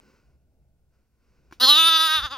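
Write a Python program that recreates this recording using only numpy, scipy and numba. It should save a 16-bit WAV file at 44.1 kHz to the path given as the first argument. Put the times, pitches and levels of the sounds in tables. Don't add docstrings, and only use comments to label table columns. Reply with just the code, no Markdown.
import sys
import numpy as np
from scipy import signal
from scipy.fft import rfft, irfft
from scipy.io import wavfile
from scipy.ndimage import uniform_filter1d
from numba import njit

SR = 44100
rng = np.random.default_rng(int(sys.argv[2]) if len(sys.argv) > 2 else 0)


def transcribe(signal):
    frames = np.atleast_2d(signal).T
    limited = np.clip(frames, -1, 1)
    pcm = np.round(limited * 32767).astype(np.int16)
    wavfile.write(sys.argv[1], SR, pcm)


N = 104517
T = np.arange(N) / SR
HZ = np.maximum(np.arange(N // 2 + 1) * SR / N, 1)


def undb(db):
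    return 10 ** (np.asarray(db) / 20)


def curve(table, column=1):
    rows = np.array(table, float)
    return np.interp(T, rows[:, 0], rows[:, column])


def over_hz(table):
    rows = np.array(table, float)
    return np.interp(np.log(HZ), np.log(np.maximum(rows[:, 0], 1)), rows[:, 1])


def unit(x):
    return x / np.sqrt(np.mean(x ** 2))


def walk(rate_hz):
    size = int(SR / rate_hz)
    return unit(uniform_filter1d(uniform_filter1d(rng.standard_normal(N), size), size))


def highpass(x, hz):
    return signal.sosfilt(signal.butter(2, hz, "high", fs=SR, output="sos"), x)


@njit
def bandpass(x, hz, width_hz):
    y, band_state, low_state = np.empty(len(x)), 0., 0.
    for i in range(len(x)):
        g, damping = np.tan(np.pi * hz[i] / SR), width_hz[i] / hz[i]
        band = (band_state + g * (x[i] - low_state)) / (1 + g * (g + damping))
        band_state, low_state = 2 * band - band_state, low_state + 2 * g * band
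        y[i] = damping * band
    return y


def formant(x, hz, width_hz):
    hz, width_hz = hz + 0 * T, np.maximum(width_hz + 0 * T, 50)
    return bandpass(bandpass(x, hz, width_hz), hz, 2 * width_hz) * np.sqrt(SR / 2 / width_hz)


def tremble(x, hz, width_hz):
    flutter_db, detune, rate_hz = 2.5, .014, 20
    return undb(flutter_db * walk(rate_hz)) * formant(x, hz * (1 + detune * walk(rate_hz)), width_hz)


def tremble_bank(x, modes):
    return sum(undb(db) * tremble(x, hz, width) * (-1) ** k for k, (hz, width, db) in enumerate(modes))


def stereo_noise(colour):
    side_db, quadrature_db = -23, -9
    gain = undb(over_hz(colour))
    mid, side = (unit(irfft(rfft(rng.standard_normal(N)) * gain, N)) for _ in range(2))
    side = undb(side_db) * side + undb(quadrature_db) * signal.hilbert(mid).imag
    return np.array([mid - side, mid + side])


def cab_rumble():
    # (time [s], level [dB])
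    levels = [(0, -57), (.18, -65), (.3, -60.5), (.45, -70), (.97, -65.5), (1.11, -74), (1.37, -61.5),
              (1.55, -57.5), (1.63, -50.5), (1.72, -70), (1.87, -69.5), (2.37, -59)]
    # (frequency [Hz], relative density [dB])
    colour = [(15, -6.5), (25, -21), (65, -1), (97, -16.5), (135, -10), (194, -20.5), (537, -28.5),
              (700, -28), (910, -38), (1540, -120)]
    flicker_db = 3.5
    return stereo_noise(colour) * undb(curve(levels) - flicker_db * walk(rate_hz=3.5))


def wool_rub():
    # (time [s], level [dB])
    levels = [(0, -61.5), (.1, -63), (.22, -68.5), (.45, -86), (.88, -84), (.94, -73.5), (1.1, -83),
              (1.27, -73.5), (1.58, -70), (1.7, -77)]
    # (frequency [Hz], relative density [dB])
    colour = [(120, -38), (200, 5), (529, -1), (696, -17), (1040, -5), (1270, -10.5), (1480, -1),
              (1680, -13.5), (2650, -10), (3310, -23.5), (5040, -14), (12200, -39), (16000, -24)]
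    flicker_db = 1.4
    return stereo_noise(colour) * undb(curve(levels) + flicker_db * walk(rate_hz=23))


def mouth_smacks():
    # (time [s], gain [dB])
    clicks = [(1.512, -52.5), (1.5251, -40)]
    # (frequency [Hz], relative level [dB], t60 [s])
    modes = [(340, 5.5, 0.046), (1090, 5.5, 0.025), (1480, 12.5, 0.0089), (2290, -2, 0.035),
             (4580, -6, 0.011)]
    wet_db, wet_decay_s, wet_hz, wet_width_hz = -5, .017, 2500, 4000
    out = 0
    for start_s, gain_db in clicks:
        age_s = np.maximum(T - start_s, 0)
        ring = sum(undb(db - 60 * age_s / t60) * np.sin(2 * np.pi * hz * age_s) for hz, db, t60 in modes)
        wet = bandpass(rng.standard_normal(N), wet_hz + 0 * T, wet_width_hz + 0 * T)
        wet *= undb(wet_db) * np.exp(-age_s / wet_decay_s)
        out = out + undb(gain_db) * (ring / 2 + wet) * (T > start_s)
    return out


def vocal_folds(pitch_hz, onset_s):
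    jitter, grain, air_from_hz = .0024, .0008, 2300
    hz = pitch_hz * (1 + jitter * walk(rate_hz=60) + grain * walk(rate_hz=300))
    cycles = np.cumsum(hz) / SR
    cycles -= cycles[int(onset_s * SR)]
    pulses = sum(np.cos(2 * np.pi * k * cycles) * (k * hz < 20000) for k in range(1, 68))
    air = np.exp(-(cycles % 1) / .7) * rng.standard_normal(N)
    return unit(pulses), unit(highpass(highpass(air, air_from_hz), air_from_hz))


def air_leak_db(level_db, onset_s):
    # (time [s], extra air [dB])
    cracks = [(1.893, 12), (1.982, 13), (2.072, 14), (2.17, 12)]
    base_db, weak_db, weak_below_db = -27, 20, -21
    rasp_db, rasp_end_s, crack_s = 13, 1.79, .011
    weak = np.clip((weak_below_db - level_db) / 10, 0, 1)
    hoarse = np.clip((rasp_end_s - T) / (rasp_end_s - onset_s) * 2, 0, 1)
    crack_db = sum(db * np.exp(-((T - at_s) / crack_s) ** 2) for at_s, db in cracks)
    return base_db + weak_db * weak + rasp_db * hoarse + crack_db


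def vocal_tract(source, pulses, air, age_s):
    # (time [s], mouth gain [dB], mouth centre [Hz], jaw gain [dB], jaw centre [Hz],
    # jaw width [Hz], chest gain [dB], treble gain [dB])
    motion = [(1.597, -8.5, 3800, -10.5, 1060, 400, -25.5, -8),
              (1.637, 2.5, 4260, -11, 1614, 404, -13, -13), (1.669, -2.5, 4200, -12, 1040, 257, -23.5, -16),
              (1.73, 5.5, 3863, -7, 1246, 300, -20.5, -8), (1.79, 5.5, 3635, -3, 1275, 283, -18, -8.5),
              (1.95, 3, 3630, -2.5, 1318, 292, -23.5, -15), (2.06, 1, 3685, -1.5, 1310, 330, -24.5, -10),
              (2.1, -3.5, 3710, -1.5, 1408, 343, -36, -16), (2.18, 6.5, 3646, 2.5, 1330, 356, -24.5, -10.5),
              (2.259, -0.5, 3540, 1.5, 1303, 378, -20, -19.5),
              (2.3, -7.5, 3670, -5.5, 1266, 393, -17.5, -25), (2.37, 6, 3370, 11, 1110, 312, -8, -17)]
    # (centre [Hz], width [Hz], gain [dB])
    throat_modes = [(1975, 380, -26.5), (4770, 360, -10.5), (6113, 300, -20), (6933, 107, -23.5)]
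    # (centre [Hz], width [Hz], gain [dB])
    treble_modes = [(11080, 2800, -5), (13450, 510, -16), (14700, 850, -10)]
    tongue_ratio, tongue_db, treble_air_db, throat_air_db = .768, -11.5, -5, -15
    lip_start_hz, lip_open_hz, lip_opening_s = 8700, 9680, .062
    notch_hz, notch_width_hz = 8100, 2200
    mouth_db, mouth_hz, jaw_db, jaw_hz, jaw_width_hz, chest_db, treble_db = (
        curve(motion, column) for column in range(1, 8))
    mouth = formant(source, mouth_hz, width_hz=333)
    tongue = undb(tongue_db) * tremble(source, tongue_ratio * mouth_hz, width_hz=534)
    jaw = undb(jaw_db) * formant(source, jaw_hz, jaw_width_hz)
    chest = undb(chest_db) * formant(pulses, hz=440, width_hz=830)
    airy = source + undb(treble_air_db) * air
    lip_hz = lip_open_hz - (lip_open_hz - lip_start_hz) * np.exp(-(age_s / lip_opening_s) ** 2)
    lips = tremble(airy, lip_hz, width_hz=990)
    treble = undb(treble_db) * (lips - tremble_bank(airy, treble_modes))
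    throat = tremble_bank(source + undb(throat_air_db) * air, throat_modes)
    voice = undb(mouth_db) * (mouth - tongue) + jaw - chest + treble - throat
    return voice - bandpass(voice, notch_hz + 0 * T, notch_width_hz + 0 * T)


def bleat():
    # (time [s], pitch [Hz], level [dB])
    contour = [(1.597, 235.3, -34.5), (1.609, 245, -20.5), (1.631, 262.3, -14.5), (1.647, 258.8, -11),
               (1.665, 257, -17.5), (1.699, 293.8, -8), (1.753, 301.6, -15), (1.785, 324.7, -13),
               (1.841, 324.6, -15.5), (1.885, 333.6, -13), (1.901, 322, -17), (1.965, 324.3, -15.5),
               (1.985, 315.7, -20), (2.007, 321.1, -17), (2.055, 325.2, -19), (2.085, 311.4, -21),
               (2.155, 319.3, -18.5), (2.191, 298.4, -23), (2.216, 254.8, -33.5), (2.24, 297.9, -27.5),
               (2.257, 301, -26.5), (2.272, 267.7, -34), (2.295, 241.5, -48.5), (2.311, 260.3, -35.5),
               (2.333, 290, -31), (2.37, 247.8, -38)]
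    onset_s, attack_s, shimmer_db = 1.599, .00094, .5
    age_s = np.maximum(T - onset_s, 0)
    pitch_hz = uniform_filter1d(curve(contour, column=1), size=300)
    level_db = curve(contour, column=2)
    pulses, air = vocal_folds(pitch_hz, onset_s)
    source = pulses * undb(shimmer_db * walk(rate_hz=90)) + air * undb(air_leak_db(level_db, onset_s))
    voice = vocal_tract(source, pulses, air, age_s)
    running_rms = np.sqrt(uniform_filter1d(uniform_filter1d(voice ** 2, size=700), size=700))
    return voice / running_rms * undb(level_db) * np.clip(age_s / attack_s, 0, 1)


def breath_puff():
    # (time [s], level [dB])
    levels = [(2.08, -73), (2.19, -43), (2.22, -45), (2.25, -45.5), (2.31, -57), (2.37, -66)]
    # (frequency [Hz], relative density [dB])
    colour = [(15, -38), (25, -1), (75, 4.5), (135, -9), (220, -13.5), (290, -24), (480, -120)]
    return stereo_noise(colour) * undb(curve(levels))


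def mic_ports(x):
    # (frequency [Hz], left lead [rad])
    phase = [(320, -.3), (650, .9), (970, -1), (1290, -.3), (2100, .1), (3250, 1.2), (4000, .4), (6370, .1),
             (7410, 2.9), (8270, 3.2), (12900, 1.4), (14000, .3)]
    # (frequency [Hz], left over right [dB])
    balance = [(320, -.5), (970, 5.5), (1290, -1), (3400, 1.5), (4700, -3), (8120, .5)]
    half = np.exp(.5j * over_hz(phase)) * undb(over_hz(balance) / 2)
    return np.array([irfft(rfft(x) * half, N), irfft(rfft(x) / half, N)])


def cab_echo(x):
    echo_db, from_hz, t60_s = -17, 500, .08
    age_s = np.arange(int(.15 * SR)) / SR
    decay = undb(-60 * age_s / t60_s)
    tails = [highpass(rng.standard_normal(len(age_s)), from_hz) * decay for _ in range(2)]
    return np.array([signal.fftconvolve(x, h / np.sqrt(np.sum(h ** 2)))[:N] for h in tails]) * undb(echo_db)


def scene():
    hiss_db = -84
    lamb = bleat() + mouth_smacks()
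    noises = cab_rumble() + breath_puff() + wool_rub()
    return mic_ports(lamb) + cab_echo(lamb) + noises + undb(hiss_db) * rng.standard_normal((2, N))


def record(dry):
    ceiling, top_hz = .9, 15800
    lowpass = signal.ellip(10, .2, 80, top_hz, fs=SR, output="sos")
    return signal.sosfilt(lowpass, ceiling * np.tanh(dry / ceiling))


dry = scene()
out = record(dry)
transcribe(out)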